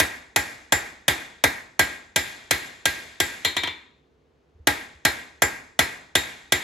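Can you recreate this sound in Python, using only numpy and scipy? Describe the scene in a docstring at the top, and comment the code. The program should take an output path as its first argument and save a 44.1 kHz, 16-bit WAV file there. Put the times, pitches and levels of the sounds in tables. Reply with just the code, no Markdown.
"""A cluttered forge, heard close to the anvil: a hand hammer draws out a hot steel bar.
Each blow layers a noise crack and its floor reflection, a dead knock, a pitch-falling thud through the
stand, a short clang of decaying anvil modes, and a noise tail in which the workshop answers.
Between two runs the hammer drops on the bare anvil face and bounces ever faster and softer.
Soft low bumps mark the shifting of the bar; a faint steady rumble of coloured noise lies under it all."""
import sys
import numpy as np
from scipy import signal
from scipy.fft import rfft, irfft, next_fast_len
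from scipy.io import wavfile
from scipy.ndimage import map_coordinates

SR = 44100
rng = np.random.default_rng(int(sys.argv[2]) if len(sys.argv) > 2 else 0)


def inscribe(sig):
    """Save sig as 16-bit PCM at rate SR to the path in sys.argv[1].

    A 1-D sig is mono; a 2-D sig holds one channel per row.
    Samples are clipped to [-1, 1] before scaling.
    """
    pcm = np.round(np.clip(np.atleast_2d(sig).T, -1, 1) * 32767)
    wavfile.write(sys.argv[1], SR, pcm.astype(np.int16))


N = 292383  # samples in the scene
LIFE = np.arange(int(.8 * SR)) / SR  # time axis of one hit, s

# Blows on the bar; the spot struck decides the bite and how strongly the two clear tones speak:
# start_s, force_db, bite_db, low_tone_db, high_tone_db (the tones are offsets to CLEAR_TONES)
BLOWS = [(0, 2.5, -1, -14.5, 0), (0.3606, -0.5, -4, 2, 8.5), (0.722, 2, -2, -13, 9),
         (1.0805, 1, 1, -17, 3.5), (1.438, 3.5, -2.5, 8.5, -17), (1.793, 2.5, 0.5, 4.5, 9),
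         (2.1599, -3.5, -0.5, -3.5, 9), (2.5089, -2, -1, 7, 11), (2.8547, -4.5, -2, 3.5, 6.5),
         (3.2013, -4, -2.5, -10.5, 8.5), (4.6713, 2.5, 1, -3, 3.5), (5.0506, 2, -1, 8, 4),
         (5.42, 3, -4.5, -8.5, 8.5), (5.7906, 2.5, 0, 8.5, 7), (6.1527, -1, 0.5, 4, 7),
         (6.5215, -1.5, 0.5, 1, 10.5)]
# Colour of a blow of ordinary force: freq_hz, gain_db
BLOW_COLOUR = [(90, -3.5), (180, 0), (330, -1.5), (700, 0), (1100, 0.5), (1600, 1), (2000, -1), (2600, 0.5),
               (3800, 0), (5000, 2), (6500, 0)]
# A harder blow sinks deeper into the soft bar and sounds duller: freq_hz, gain_db_per_force_db
DULLING = [(110, -0.42), (300, -0.14), (1100, 0), (1900, -0.32), (3500, -1.19), (4800, -0.86),
           (10000, -0.65)]
# Where the bite lies in the spectrum: freq_hz, share_of_bite_db
BITE = [(2400, 0), (3200, 1), (3900, 1), (4600, 0)]
# After a harder blow the workshop's long tail is shorter
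SHORTENING_PER_DB = 0.0548  # exponent of the shortening, per dB of force

# The hammer let fall on the bare face: first contact (s), its force (dB), force lost per bounce (dB)
DROP_S, DROP_DB, BOUNCE_LOSS_DB = 3.448, -3.5, 3
FLIGHT_S, REBOUND = .118, .577  # first flight (s), each flight over the last
# Clear tones: offset at first contact (dB), loss per bounce (dB); then factor on the long tail's length
DROP_TONES_DB, TONES_LOSS_DB, DROP_LINGER = 14, 2, 0.82
# Slower contacts last longer and lose their treble: freq_hz, first_contact_db, change_db_per_bounce
DROP_COLOUR = [(110, -6, 0.5), (300, -1, 0), (750, -3, -0.5), (970, 1, 1.3), (1690, -1.5, -0.6),
               (2420, 0, .3), (3130, 1.5, 0.5), (4010, 3.5, -0.5), (4560, 0, -1.5), (10000, -3, -4.5)]

# Modes of the anvil, damped by bar and stand, before their scatter from hit to hit:
# pitch_hz, level_db, t60_s, bare_face_extra_db
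ANVIL_MODES = [(215, -34, .08, -3), (292, -33, .17, -5), (360, -34, .17, -3), (505, -35, .1, -3),
               (650, -29, .11, -3), (829, -32, .15, -3), (955, -43, .17, 13), (1000, -45, .12, 12),
               (1333, -37, .14, 0), (1617, -21, .18, -5), (1759, -24, .1, 0), (1903, -27, .14, 0),
               (1952, -28, .15, 0), (1981, -31, .18, 0), (2075, -33, .17, 2), (2128, -31, .17, 0),
               (2206, -31, .2, 0), (2316, -35, .25, 9), (2515, -36, .2, 0), (3220, -42, .22, 11),
               (3412, -36, .12, 0), (3515, -41, .25, 13), (3640, -39, .16, 10), (3738, -34, .24, 7),
               (3830, -44, .14, 12), (4165, -44, .16, 14), (5233, -40, .2, -4), (7724, -40, .22, 3),
               (9145, -38, .2, 0), (11330, -44, .2, 0)]
# The two clear tones of the hard steel, before each hit's offset: pitch_hz, level_db, t60_s
CLEAR_TONES = [(4136, -35, .24), (7234, -33.5, .17)]
LIFT_OFF_S = .0055  # how long the hammer stays in contact
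# Spectrum of the contact crack: freq_hz, gain_db
CRACK_COLOUR = [(40, -30), (150, -20.5), (400, 1), (800, -3), (1200, -3.5), (2000, 2.5), (2800, -1.5),
                (3500, 7.5), (4500, -6), (8800, -2), (11500, -3), (14000, -12), (16000, -19.5)]
# The crack as the floor returns it: freq_hz, gain_db
FLOOR_COLOUR = [(100, 1.5), (300, -1.5), (700, -4), (1200, -5), (1800, -1.5), (3000, -9.5), (12000, -17)]
# Dead knock of the soft hot bar: pitch_hz, level_db, t60_s
KNOCK_MODES = [(313, -18, 0.023), (580, -16.5, 0.026), (669, -11.5, .016)]

# Long tail of the workshop, before each hit's length factor: freq_hz, t60_s
WORKSHOP_DECAY = [(80, 1.15), (300, 0.6), (1000, 0.7063), (2000, 0.68), (4000, 0.71), (7500, 0.68),
                  (11000, 0.4567), (16000, 0.3)]
# Spectrum of the workshop's wash: freq_hz, gain_db
WALL_COLOUR = [(30, -29), (80, -21.5), (180, -26.5), (300, -16.5), (550, -21), (850, -19), (1250, -23.5),
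               (2100, -13.5), (2800, -24.5), (3700, -23.5), (4600, -32.5), (9000, -32.5), (12500, -32),
               (16000, -47)]
# Uneven colour of the workshop's wash in the treble: depth (dB), spacing (Hz)
RIPPLE_DB, RIPPLE_HZ = 3, 110

# Soft low bumps while the bar is shifted: start_s, level_db
BUMPS = [(4.479, -51), (4.545, -39.5), (4.594, -32.5), (4.944, -39)]
# Spectrum of the still workshop, before its overall level: freq_hz, gain_db
ROOM_COLOUR = [(15, -64.5), (25, -30), (70, 7), (123, -16), (145, 3.5), (185, -8.5), (263, 0), (293, -6),
               (439, -0.5), (575, -9.5), (3620, -26.5), (16000, -49)]
# How alike the two sides of the noise are: freq_hz, correlation
SIDE_LIKENESS = [(100, .92), (300, 0.8), (900, 0.1), (2000, 0.34), (4200, 0.8), (6000, 0.82)]
# Balance of the two sides: freq_hz, left_minus_right_db
SIDE_LEAN = [(100, -0.5), (380, -2), (900, 0.5), (1700, -0.5), (2600, 1.5), (5000, 6), (7000, 4),
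             (8000, -5.3), (12000, 0)]


def hammering(crack_db=-7, thud_db=-28, knock_delay=.002):
    """Every contact drives the same anvil and room; force and spot change its colour."""
    out = np.zeros((2, N))
    usual_contact, usual_paths = pair(len(LIFE)), pair(len(LIFE))
    upper_modes, uneven = shimmer(), ripple()
    # the steel rings freely once the hammer lifts off
    tones = np.array([ring(hz, t60, 0.00054, LIFT_OFF_S)
                      for hz, _, t60, *_ in ANVIL_MODES + CLEAR_TONES])
    body = knock(knock_delay) + amp(thud_db) * thud()
    for start_s, force_db, colour, tone_dbs, linger, bare in blows() + bounces():
        modes = struck_modes(tone_dbs, bare)
        contact = amp(crack_db) * with_floor(crack(varied(usual_contact)))
        steel = clang(modes, tones, upper_modes, bare)
        answer = workshop(varied(usual_paths), modes, linger, uneven)
        hit = contact + body + steel + answer
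        add(out, start_s, amp(force_db) * coloured(hit, colour))
    return out


def blows():
    """Working blows, where force sets colour and tail: start, force, colour, tones, tail factor, bare."""
    def colour(force_db, bite_db):
        return [(hz, along(BLOW_COLOUR, hz) + force_db * along(DULLING, hz) + bite_db * along(BITE, hz))
                for hz in np.geomspace(100, 12000, 40)]
    return [(start_s, force_db, colour(force_db, bite_db), tone_dbs,
             np.exp(-SHORTENING_PER_DB * force_db), False)
            for start_s, force_db, bite_db, *tone_dbs in BLOWS]


def bounces(count=4):
    """The dropped hammer bounces ever faster, softer and duller; rows as for the blows."""
    # each flight is a fixed fraction of the last, so the times form a geometric sum
    times = DROP_S + FLIGHT_S * (1 - REBOUND ** np.arange(count)) / (1 - REBOUND)
    rows = []
    for k, start_s in enumerate(times):
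        colour = [(hz, db + slope * k) for hz, db, slope in DROP_COLOUR]
        tone_dbs = [DROP_TONES_DB - TONES_LOSS_DB * k] * len(CLEAR_TONES)
        rows.append((start_s, DROP_DB - BOUNCE_LOSS_DB * k, colour, tone_dbs, DROP_LINGER, True))
    return rows


def crack(grain, length=0.0064, rise=.0005):
    """Scale shatters and steel is squeezed for the few milliseconds of contact: a shaped noise burst."""
    burst = grain * (1 - np.exp(-LIFE / rise)) * np.exp(-(LIFE / length) ** 2)
    return coloured(burst, CRACK_COLOUR)


def with_floor(sound, delay=.0055):
    """The sound and its first reflection, from the floor below the anvil."""
    reflection = coloured(sound, FLOOR_COLOUR)
    return sound + filtered(reflection, lambda hz: np.exp(-2j * np.pi * hz * delay))


def struck_modes(tone_dbs, bare, scatter_db=3.5):
    """The steel's modes for one hit; anvil levels scatter, and the bare face shifts them."""
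    modes = [(hz, db + bare * extra + scatter_db * rng.normal(), t60)
             for hz, db, t60, extra in ANVIL_MODES]
    modes += [(hz, db + extra, t60) for (hz, db, t60), extra in zip(CLEAR_TONES, tone_dbs)]
    return modes


def clang(modes, tones, upper_modes, bare, sides_db=2, shimmer_db=-47, shimmer_scatter_db=4,
          bare_shimmer_db=5):
    """Anvil and clear tones ring together under a shimmer of weak upper modes."""
    # each mode reaches the two sides unequally
    mode_dbs = np.array([db for _, db, _ in modes]) + sides_db * rng.standard_normal((2, len(modes)))
    upper_dbs = shimmer_db + bare * bare_shimmer_db
    upper_dbs = upper_dbs + shimmer_scatter_db * rng.standard_normal(len(upper_modes))
    return amp(mode_dbs) @ tones + amp(upper_dbs) @ upper_modes


def shimmer(count=70, low_hz=2400, high_hz=13000, t60=0.3):
    """The many weak upper modes of bar and anvil, one to a row; the higher ones are fainter and shorter."""
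    pitches = low_hz * (high_hz / low_hz) ** rng.random(count)
    return np.array([ring(hz, t60 * (low_hz / hz) ** .2, rise=0.0078) * (low_hz / hz) ** .5
                     for hz in pitches])


def ring(hz, t60, rise, delay=0):
    """One mode that starts after a delay, builds up and dies away."""
    t = np.maximum(LIFE - delay, 0)
    return np.sin(2 * np.pi * hz * t) * amp(-60 * t / t60) * (1 - np.exp(-(t / rise) ** 2))


def knock(delay):
    """The soft hot bar answers with a few low modes that die almost at once."""
    return sum(amp(db) * ring(hz, t60, 0.0006, delay) for hz, db, t60 in KNOCK_MODES)


def thud(start_hz=200, end_hz=58, glide=.019, rise=0.01, length=0.047):
    """The stand and floor flex: higher bending waves arrive first, so the pitch sinks."""
    hz = end_hz + (start_hz - end_hz) * np.exp(-LIFE / glide)
    envelope = (1 - np.exp(-LIFE / rise)) * np.exp(-(LIFE / length) ** 4)
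    return np.sin(2 * np.pi * np.cumsum(hz) / SR) * envelope


def workshop(grain, modes, linger, uneven, near_db=8, near_t60=0.19, onset=0.0014,
             echo_db=-13, echo_s=0.14, echo_width=0.048, modes_db=18, width_hz=12):
    """Near scatter from tools, a longer tail and a soft far-end return, all tinged by the steel's modes."""
    hz, t, bins = signal.stft(grain, SR, nperseg=256)
    near = amp(near_db - 60 * t / near_t60)
    far = amp(-60 * t / (linger * along(WORKSHOP_DECAY, hz)[:, None]))
    echo_colour = [(900, -16.5), (2100, 1), (3500, -9), (12000, -11.5)]  # freq_hz, gain_db
    echo_gain = amp(echo_db + along(echo_colour, hz))[:, None]
    echo = echo_gain * np.exp(-((t - echo_s) / echo_width) ** 2)
    envelope = np.sqrt(near ** 2 + far ** 2 + echo ** 2)
    tail = signal.istft(bins * envelope, SR, nperseg=256)[1][:, :len(LIFE)]

    def response(f):
        # power of the wash plus a narrow peak at every mode
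        peaks = sum(amp(db + modes_db) ** 2 * t60 / (1 + (2 * (f - centre) / width_hz) ** 2)
                    for centre, db, t60 in modes)
        return np.sqrt(amp(along(WALL_COLOUR, f) + uneven(f)) ** 2 + peaks)
    return filtered(tail, response) * (1 - np.exp(-(LIFE / onset) ** 2))


def ripple():
    """A random run of peaks and dips, as dB against frequency; the bass stays even."""
    knots = rng.standard_normal(int(SR / RIPPLE_HZ))

    def uneven(hz):
        depth_db = RIPPLE_DB * np.clip(hz / 2000 - 1 / 2, 0, 1)
        return depth_db * map_coordinates(knots, [hz / RIPPLE_HZ], mode="nearest")
    return uneven


def varied(usual):
    """Half the power is shared by all hits, half is new: the spot shifts a little each time."""
    return (usual + pair(len(LIFE))) / np.sqrt(2)


def bumps(bump_hz=75, rise=0.01, t60=0.12):
    """Dull knocks of the shifted bar, each a single low decaying tone."""
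    out = np.zeros((2, N))
    for start_s, level_db in BUMPS:
        add(out, start_s, amp(level_db) * ring(bump_hz, t60, rise))
    return out


def room_tone(level_db=-63):
    """The faint steady rumble of the workshop, as coloured noise."""
    return amp(level_db) * unit(coloured(pair(N), ROOM_COLOUR))


def pair(size):
    """Stereo noise whose left-right likeness depends on frequency, nearly mono in the bass."""
    def mid_side(hz):
        turn = np.arccos(np.clip(along(SIDE_LIKENESS, hz), -1, 1)) / 2
        return np.array([np.cos(turn), np.sin(turn)])
    mid, side = filtered(rng.standard_normal((2, size)), mid_side)
    return np.array([mid + side, mid - side])


def coloured(x, points):
    """Causal, minimum-phase filter with the gain of (Hz, dB) points."""
    def response(hz):
        # folding the cepstrum forward in time gives the minimum phase
        cepstrum = irfft(np.log(amp(along(points, hz))))
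        half = len(cepstrum) // 2
        cepstrum[1:half] *= 2
        cepstrum[half + 1:] = 0
        return np.exp(rfft(cepstrum))
    return filtered(x, response)


def filtered(x, response):
    """Multiply the spectrum of x by a complex response of frequency."""
    n = x.shape[-1]
    m = next_fast_len(n + SR // 8)  # padded so that tails do not wrap
    return irfft(rfft(x, m) * response(np.fft.rfftfreq(m, 1 / SR)), m)[..., :n]


def along(points, hz):
    """Read (Hz, value) points on a log frequency axis."""
    f, v = np.transpose(points)
    return np.interp(np.log(hz + 1), np.log(f), v)


def amp(db):
    """Decibels to gain."""
    return 10 ** (np.asarray(db) / 20)


def unit(x):
    """Scale to rms 1."""
    return x / np.sqrt(np.mean(x ** 2) + 1e-20)


def add(track, start_s, sound):
    """Mix a sound into the track from its start time."""
    start = max(round(start_s * SR), 0)
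    track[:, start:start + sound.shape[-1]] += sound[..., :N - start]


def scene():
    """Hammer and anvil over the quiet room."""
    return hammering() + bumps() + room_tone()


def record(dry, split_hz=6300, in_phase_hz=6900, lag=0.00023, low_cut_hz=30, top_hz=16300):
    """Round the peaks, cut the deepest bass; above the split the left feeds both sides, apart in time."""
    dry = dry / (1 + (dry / .9) ** 6) ** (1 / 6)
    dry = signal.sosfilt(signal.butter(2, low_cut_hz, "high", fs=SR, output="sos"), dry)
    sides = np.array([[.5], [-.5]])

    def crossfade(hz):
        return np.clip((hz - split_hz) / 600 + .5, 0, 1) * np.pi / 2

    def spread_treble(hz):
        # the lag (s) parts the sides, which meet in phase at in_phase_hz
        return np.sin(crossfade(hz)) * np.exp(-2j * np.pi * sides * lag * (hz - in_phase_hz))

    def balance(hz):
        # side balance and a steep cut above top_hz
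        return amp(sides * along(SIDE_LEAN, hz)) / (1 + (hz / top_hz) ** 100)
    low = filtered(dry, lambda hz: np.cos(crossfade(hz)))
    high = filtered(dry[0], spread_treble)
    return filtered(low + high, balance)


dry = scene()
out = record(dry)
inscribe(out)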